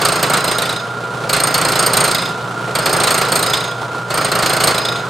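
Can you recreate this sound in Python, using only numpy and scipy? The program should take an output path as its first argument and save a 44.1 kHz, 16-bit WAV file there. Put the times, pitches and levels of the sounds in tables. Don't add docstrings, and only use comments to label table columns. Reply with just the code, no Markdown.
import sys
import numpy as np
from scipy import signal
from scipy.fft import rfft, irfft, next_fast_len
from scipy.io import wavfile
from scipy.ndimage import uniform_filter1d, map_coordinates

SR = 44100
rng = np.random.default_rng(int(sys.argv[2]) if len(sys.argv) > 2 else 0)


def inscribe(sig):
    pcm = np.round(np.clip(np.atleast_2d(sig).T, -1, 1) * 32767)
    wavfile.write(sys.argv[1], SR, pcm.astype(np.int16))


N = 224670

# f/Hz, width/Hz, relative level/dB
CUTTER_MODES = [(4446, 41, -1.5), (5027, 23, -1), (6546, 75, -5.5), (7330, 55, -22), (7820, 240, -13),
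                (8710, 64, 5.5), (11380, 130, -17), (12220, 73, -6.5), (12370, 160, -6.5),
                (13250, 140, -18), (15600, 260, -32)]
# f/Hz, width/Hz, relative level/dB
BLOCK_MODES = [(2080, 89, -5.5), (3510, 64, -0.5), (4030, 57, 3), (4210, 54, -3), (4500, 43, 2)]
# f/Hz, width/Hz, relative level/dB
FRAME_MODES = [(59.5, 11, -9), (143.8, 18, 4.5), (169, 20, 2.5), (370.7, 11, -1), (422, 12, 3.5),
               (531.6, 30, 2.5), (640.8, 20.5, 5), (752.5, 15.3, 4), (1165, 12, 5.5), (1314, 44, 3)]
# f/Hz, level/dB rms
HUM_TONES = [(119.7, -35), (179.3, -42), (420, -40.5), (479.3, -41), (683.7, -40.5), (732, -53),
             (979.8, -39.5), (1293, -39.5), (1642, -47.5)]
# offset from mesh tone/motor turns, level/dB rms
MESH_TONES = [(-0.5, -41.5), (0, -30), (0.501, -43), (3.5, -42), (4, -48)]
# f/Hz, relative density/dB per Hz
GEAR_SPECTRUM = [(35, -25), (90, -11), (135, 6), (280, -2), (450, 3.5), (1230, 1), (1400, 7), (1570, -7.5),
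                 (2100, -10.5), (4200, -13), (5200, -18.5), (8700, -21.5), (11500, -30.5), (16000, -40)]
# f/Hz, relative density/dB per Hz
CRACK_SPECTRUM = [(1500, -26), (4000, -8), (5200, 11), (5900, -24), (7000, 5.5), (9300, -8), (10300, -10),
                  (15500, -18)]
# f/Hz, relative density/dB per Hz
TEAR_SPECTRUM = [(500, -11.5), (1300, 1.5), (2000, 0.5), (3000, 0), (4300, -3), (5900, -8), (8500, -6.5),
                 (15500, -42)]
# f/Hz, relative density/dB per Hz
CASTING_SPECTRUM = [(35, -30), (110, -9), (150, -10.5), (310, -3), (470, -3), (850, -4), (1100, -0.5),
                    (1380, 2), (1700, -6.5), (2500, -10.5), (4500, -21.5), (9000, -34.5)]
# f/Hz, relative density/dB per Hz
WHITE_SPECTRUM = [(1000, 0)]
# f/Hz, correlation/1
LIKENESS = [(120, 1), (300, 0.98), (700, 0.9), (1400, 0.79), (2800, 0.78), (4500, 0.85), (9000, 0.99)]
# f/Hz, left minus right/dB
BALANCE = [(60, 2), (110, 0.5), (200, -1), (380, 0.5), (700, -1.5), (1290, -2.0), (2380, -2.5),
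           (4400, -1.5), (8120, -2.5), (15000, -1)]
# f/Hz, t60/s
ROOM_T60 = [(150, 0.77), (1500, 0.4), (5000, 0.78), (13000, 0.11)]
# first tooth t/s, end t/s, depth of cut/dB, lightness of first teeth/dB (before
# a weight per source), run-out length/s, hardness of bite/dB
CUT_PASSES = [(-.1642, 0.828, 1.34, 3.5, 0.48, -0.5), (1.2925, 2.31, 0.37, 0.3, .25, -0.4),
              (2.7501, 3.732, 0.5, 2, 0.39, 0.7), (4.1027, 5, 0.9, 5.5, 0.33, -2)]
# t/s, relative level/dB
RATTLE_LEVEL = [(.9, -2.5), (1.25, 1), (2.35, -1), (2.62, 1), (3.7, -1), (4.05, -2), (5.05, -0.5)]
DIG_TIMES = [.05, .227, .334, .618, 1.328, 1.542, 1.791, 1.862, 1.968, 2.111, 2.147, 2.857, 3.035, 3.177,
             3.319, 4.174, 4.6, 4.636, 4.672]
SKID_TIMES = [.191, .262, .405, .547, 1.506, 1.897, 2.822, 3.248, 3.284, 4.28, 4.813]
# start t/s, length/s, level/dB
CUTTER_SQUEALS = [(0.464, 0.085, -29.5), (2.15, 0.1, -31), (3.485, 0.092, -27.5), (4.765, 0.14, -30)]

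TOOTH_HZ, MESH_HZ, MOTOR_HZ, TOP_HZ = 28.13, 1400.5, 29.9, 15800
FEED_IN_S = 0.3
DIG_DB, SKID_DB, SCATTER_DB = 3, -7, 1.37
SING_DB, SING_GROWS_DB_PER_S, SING_DIES_DB_PER_S = -36.5, 200, 202


def bites(times, thick_db):
    *_, hardness_db = current_pass(times)
    fed_db = engagement(times, entry=1.57, exit_db=-23, bend=1.78)
    bite_db = -16.5 + hardness_db + 1.44 * thick_db + fed_db
    force = strokes(times, bite_db, rise_s=0.00058, hold_s=0.0025, t60_s=0.037, scatter=0.32)
    slips = unit(amp(3.4 * wobble(900)))
    force = force * slips
    cutter = ring(force * noise(WHITE_SPECTRUM), CUTTER_MODES)
    crack = force * noise(CRACK_SPECTRUM)
    return amp(2.5) * cutter + amp(-7.5) * crack


def chips(times, chip_db):
    force = strokes(times, chip_db, rise_s=0.0021, hold_s=0.0056, t60_s=0.099, scatter=0.4)
    block = ring(force * noise(WHITE_SPECTRUM), BLOCK_MODES)
    thinning = amp(-4.5 * runout(np.arange(N) / SR))
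    rasp = force * thinning * noise(TEAR_SPECTRUM)
    return amp(-10.0) * block + amp(-2.0) * rasp


def squeaks(times, chips_db, early_hz, late_hz, glide, rough):
    out, t = np.zeros(N + 2 * SR), np.arange(SR // 20) / SR
    swell = (t / 0.005) * np.exp(1 - t / 0.0041)
    for s, chip_db in zip(times, chips_db):
        late = runout(s) ** 0.545
        detune, luck = rng.standard_normal(2)
        hz = (early_hz + late * (late_hz - early_hz)) * np.exp(0.0352 * detune)
        shake = unit(uniform_filter1d(rng.standard_normal(len(t)), size=40))
        pitch_hz = hz * (1 + glide * (1 - np.exp(-t / 0.011)) + rough * shake)
        gain = amp(chip_db + 2.2 * late + 1.6 * luck)
        squeak = gain * swell * np.sin(2 * np.pi * np.cumsum(pitch_hz) / SR)
        out[SR + round(s * SR):][:len(t)] += squeak
    return out[SR:SR + N]


def singing(build_s, quit_s):
    t = np.arange(N) / SR
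    rubbing = [sustained(start + build_s, end - quit_s, SING_DB) for start, end, *_ in CUT_PASSES]
    squeals = [sustained(start, start + length, db) for start, length, db in CUTTER_SQUEALS]

    def tone(hz, drift_hz):
        drift_turns = np.cumsum(drift_hz * wobble(60)) / SR
        return np.sqrt(2) * np.sin(2 * np.pi * (hz * t + drift_turns))

    low_flutter, high_flutter = amp(1.8 * wobble(45)), amp(3.5 * wobble(25))
    low = np.max(rubbing + squeals, axis=0) * low_flutter * tone(5038, drift_hz=7.3)
    high = np.max(rubbing, axis=0) * high_flutter * tone(6545, drift_hz=15.6)
    return low + amp(-7.0) * high


def knocks(times, thick_db):
    luck_db = 0.86 * rng.standard_normal(len(times))
    load_db = -18 + 0.5 * thick_db + luck_db + engagement(times, entry=0.69, exit_db=-12, bend=1.19)
    heard = times > 0
    blows = np.bincount(np.round(times[heard] * SR).astype(int), amp(load_db[heard]), N)
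    drone = amp(27.0) * ring(blows, FRAME_MODES)
    t = np.arange(SR // 6) / SR
    answer = noise(CASTING_SPECTRUM)[:, SR:SR + len(t)] * amp(-60 * t / 0.44) * (1 - np.exp(-t / 0.0062))
    answer = answer / np.linalg.norm(answer[0])
    clatter = signal.fftconvolve(blows[None], answer, axes=1)[:, :N]
    force = strokes(times, load_db, rise_s=0.0057, hold_s=0.0039, t60_s=0.25, scatter=0.15)
    shudder = force * noise(CASTING_SPECTRUM)
    return drone + amp(23.0) * clatter + amp(1.8) * shudder


def spindle():
    t = np.arange(N) / SR
    shaft_s = t + np.cumsum(0.00048 * wobble(5.71)) / SR

    def tone(hz, db, waver_db):
        level = np.sqrt(2) * amp(db + waver_db * wobble(10))
        return level * np.sin(2 * np.pi * (hz * shaft_s + rng.random()))

    hum = sum(tone(hz, db, waver_db=0.8) for hz, db in HUM_TONES)
    whine = sum(tone(MESH_HZ + k * MOTOR_HZ, db, waver_db=0.1) for k, db in MESH_TONES)
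    turn = 2 * np.pi * MOTOR_HZ * shaft_s
    backlash_db = 1.4 * np.sin(turn) + np.sin(2 * turn) + 1.2 * np.sin(4 * turn)
    rattle = unit(amp(backlash_db + 1.46 * wobble(25.09)) * noise(GEAR_SPECTRUM))
    return hum + whine + amp(-24.0 + curve(RATTLE_LEVEL)) * rattle


def workshop(x):
    hz, t, z = signal.stft(noise(WHITE_SPECTRUM)[:, :SR // 2], SR, nperseg=256)
    decay = amp(-60 * t / along(ROOM_T60, hz)[:, None])
    tail = signal.istft(z * decay, SR, nperseg=256)[1]
    tail = np.pad(tail / np.linalg.norm(tail[0]), ((0, 0), (SR // 200, 0)))
    return signal.fftconvolve(x, tail, axes=1)[:, :N]


def teeth():
    times = np.concatenate([np.arange(start, end, 1 / TOOTH_HZ) for start, end, *_ in CUT_PASSES])

    def among(marks):
        return np.abs(times[:, None] - marks).min(axis=1) < .5 / TOOTH_HZ

    scatter_db = SCATTER_DB * rng.standard_normal(len(times))
    return times, DIG_DB * among(DIG_TIMES) + SKID_DB * among(SKID_TIMES) + scatter_db


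def current_pass(s):
    rows = np.array(CUT_PASSES)
    index = np.searchsorted(rows[:, 0], s, side="right") - 1
    return rows[np.maximum(index, 0)].T


def runout(s):
    _, end, _, _, length, _ = current_pass(s)
    return np.clip(1 - (end - s) / length, 0, 1)


def engagement(s, entry, exit_db, bend):
    start, _, depth_db, light_db, *_ = current_pass(s)
    feeding = np.clip(1 - (s - start) / FEED_IN_S, 0, 1)
    return depth_db - entry * light_db * feeding + exit_db * runout(s) ** bend


def strokes(times, levels_db, rise_s, hold_s, t60_s, scatter):
    power, t = np.zeros(N + 2 * SR), np.arange(SR // 6) / SR
    lengths = np.exp(scatter * rng.standard_normal(len(times)))
    for s, db, length in zip(times, levels_db, lengths):
        decay = amp(-60 * np.maximum(t / length - hold_s, 0) / t60_s)
        shape = (1 - np.exp(-t / rise_s)) * decay
        power[SR + round(s * SR):][:len(t)] += (amp(db) * shape) ** 2 / length
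    return np.sqrt(power[SR:SR + N])


def sustained(start, end, db):
    t = np.arange(N) / SR
    growth_db = SING_GROWS_DB_PER_S * np.maximum(start - t, 0)
    decay_db = SING_DIES_DB_PER_S * np.maximum(t - end, 0)
    return amp(db - growth_db - decay_db)


def ring(x, modes):
    def response(f):
        h = sum((-1) ** k * amp(db) * 1j * f * w / (c * c - f * f + 1j * f * w)
                for k, (c, w, db) in enumerate(modes))
        return h / np.sqrt(np.mean(np.abs(h) ** 2))
    return filtered(x, response)


def noise(spectrum):
    def response(hz):
        turn = np.arccos(np.clip(along(LIKENESS, hz), 0, 1)) / 2
        return amp(along(spectrum, hz)) * np.array([np.cos(turn), np.sin(turn)])
    mid, side = filtered(rng.standard_normal((2, N)), response)
    return unit(np.array([mid + side, mid - side]))


def filtered(x, response):
    size = next_fast_len(N + SR // 2)
    return irfft(rfft(x, size) * response(np.fft.rfftfreq(size, 1 / SR)), size)[..., :N]


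def wobble(rate_hz):
    knots = rng.standard_normal(int(N * rate_hz / SR) + 4)
    return map_coordinates(knots, [np.arange(N) * rate_hz / SR])


def curve(rows):
    return np.interp(np.arange(N) / SR, *np.transpose(rows))


def along(points, hz):
    f, v = np.transpose(points)
    return np.interp(np.log(hz + 1), np.log(f), v)


def unit(x):
    return x / np.sqrt(np.mean(x ** 2) + 1e-20)


def amp(db):
    return 10 ** (np.asarray(db) / 20)


def scene():
    times, thick_db = teeth()
    lag, luck = rng.standard_normal((len(times), 2)).T
    curls = times + 0.0012 * np.abs(lag)
    fed_db = engagement(times, entry=0.65, exit_db=-13.5, bend=5.2)
    chip_db = -16.5 + 0.95 * thick_db + 1.5 * luck + fed_db
    squeak = squeaks(curls, chip_db, early_hz=4121, late_hz=3418, glide=0.123, rough=0.03)
    cut = bites(times, thick_db) + chips(curls, chip_db) + amp(-1.0) * squeak
    echoed = cut + amp(-13) * workshop(cut)
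    return echoed + singing(build_s=.06, quit_s=.03) + knocks(times, thick_db) + spindle()


def record(dry, ceiling=0.62):
    placed = filtered(dry, lambda hz: amp(np.outer([.5, -.5], along(BALANCE, hz))))
    rounded = placed / (1 + np.abs(placed / ceiling) ** 5) ** (1 / 5)
    return filtered(rounded, lambda hz: hz < TOP_HZ)


dry = scene()
out = record(dry)
inscribe(out)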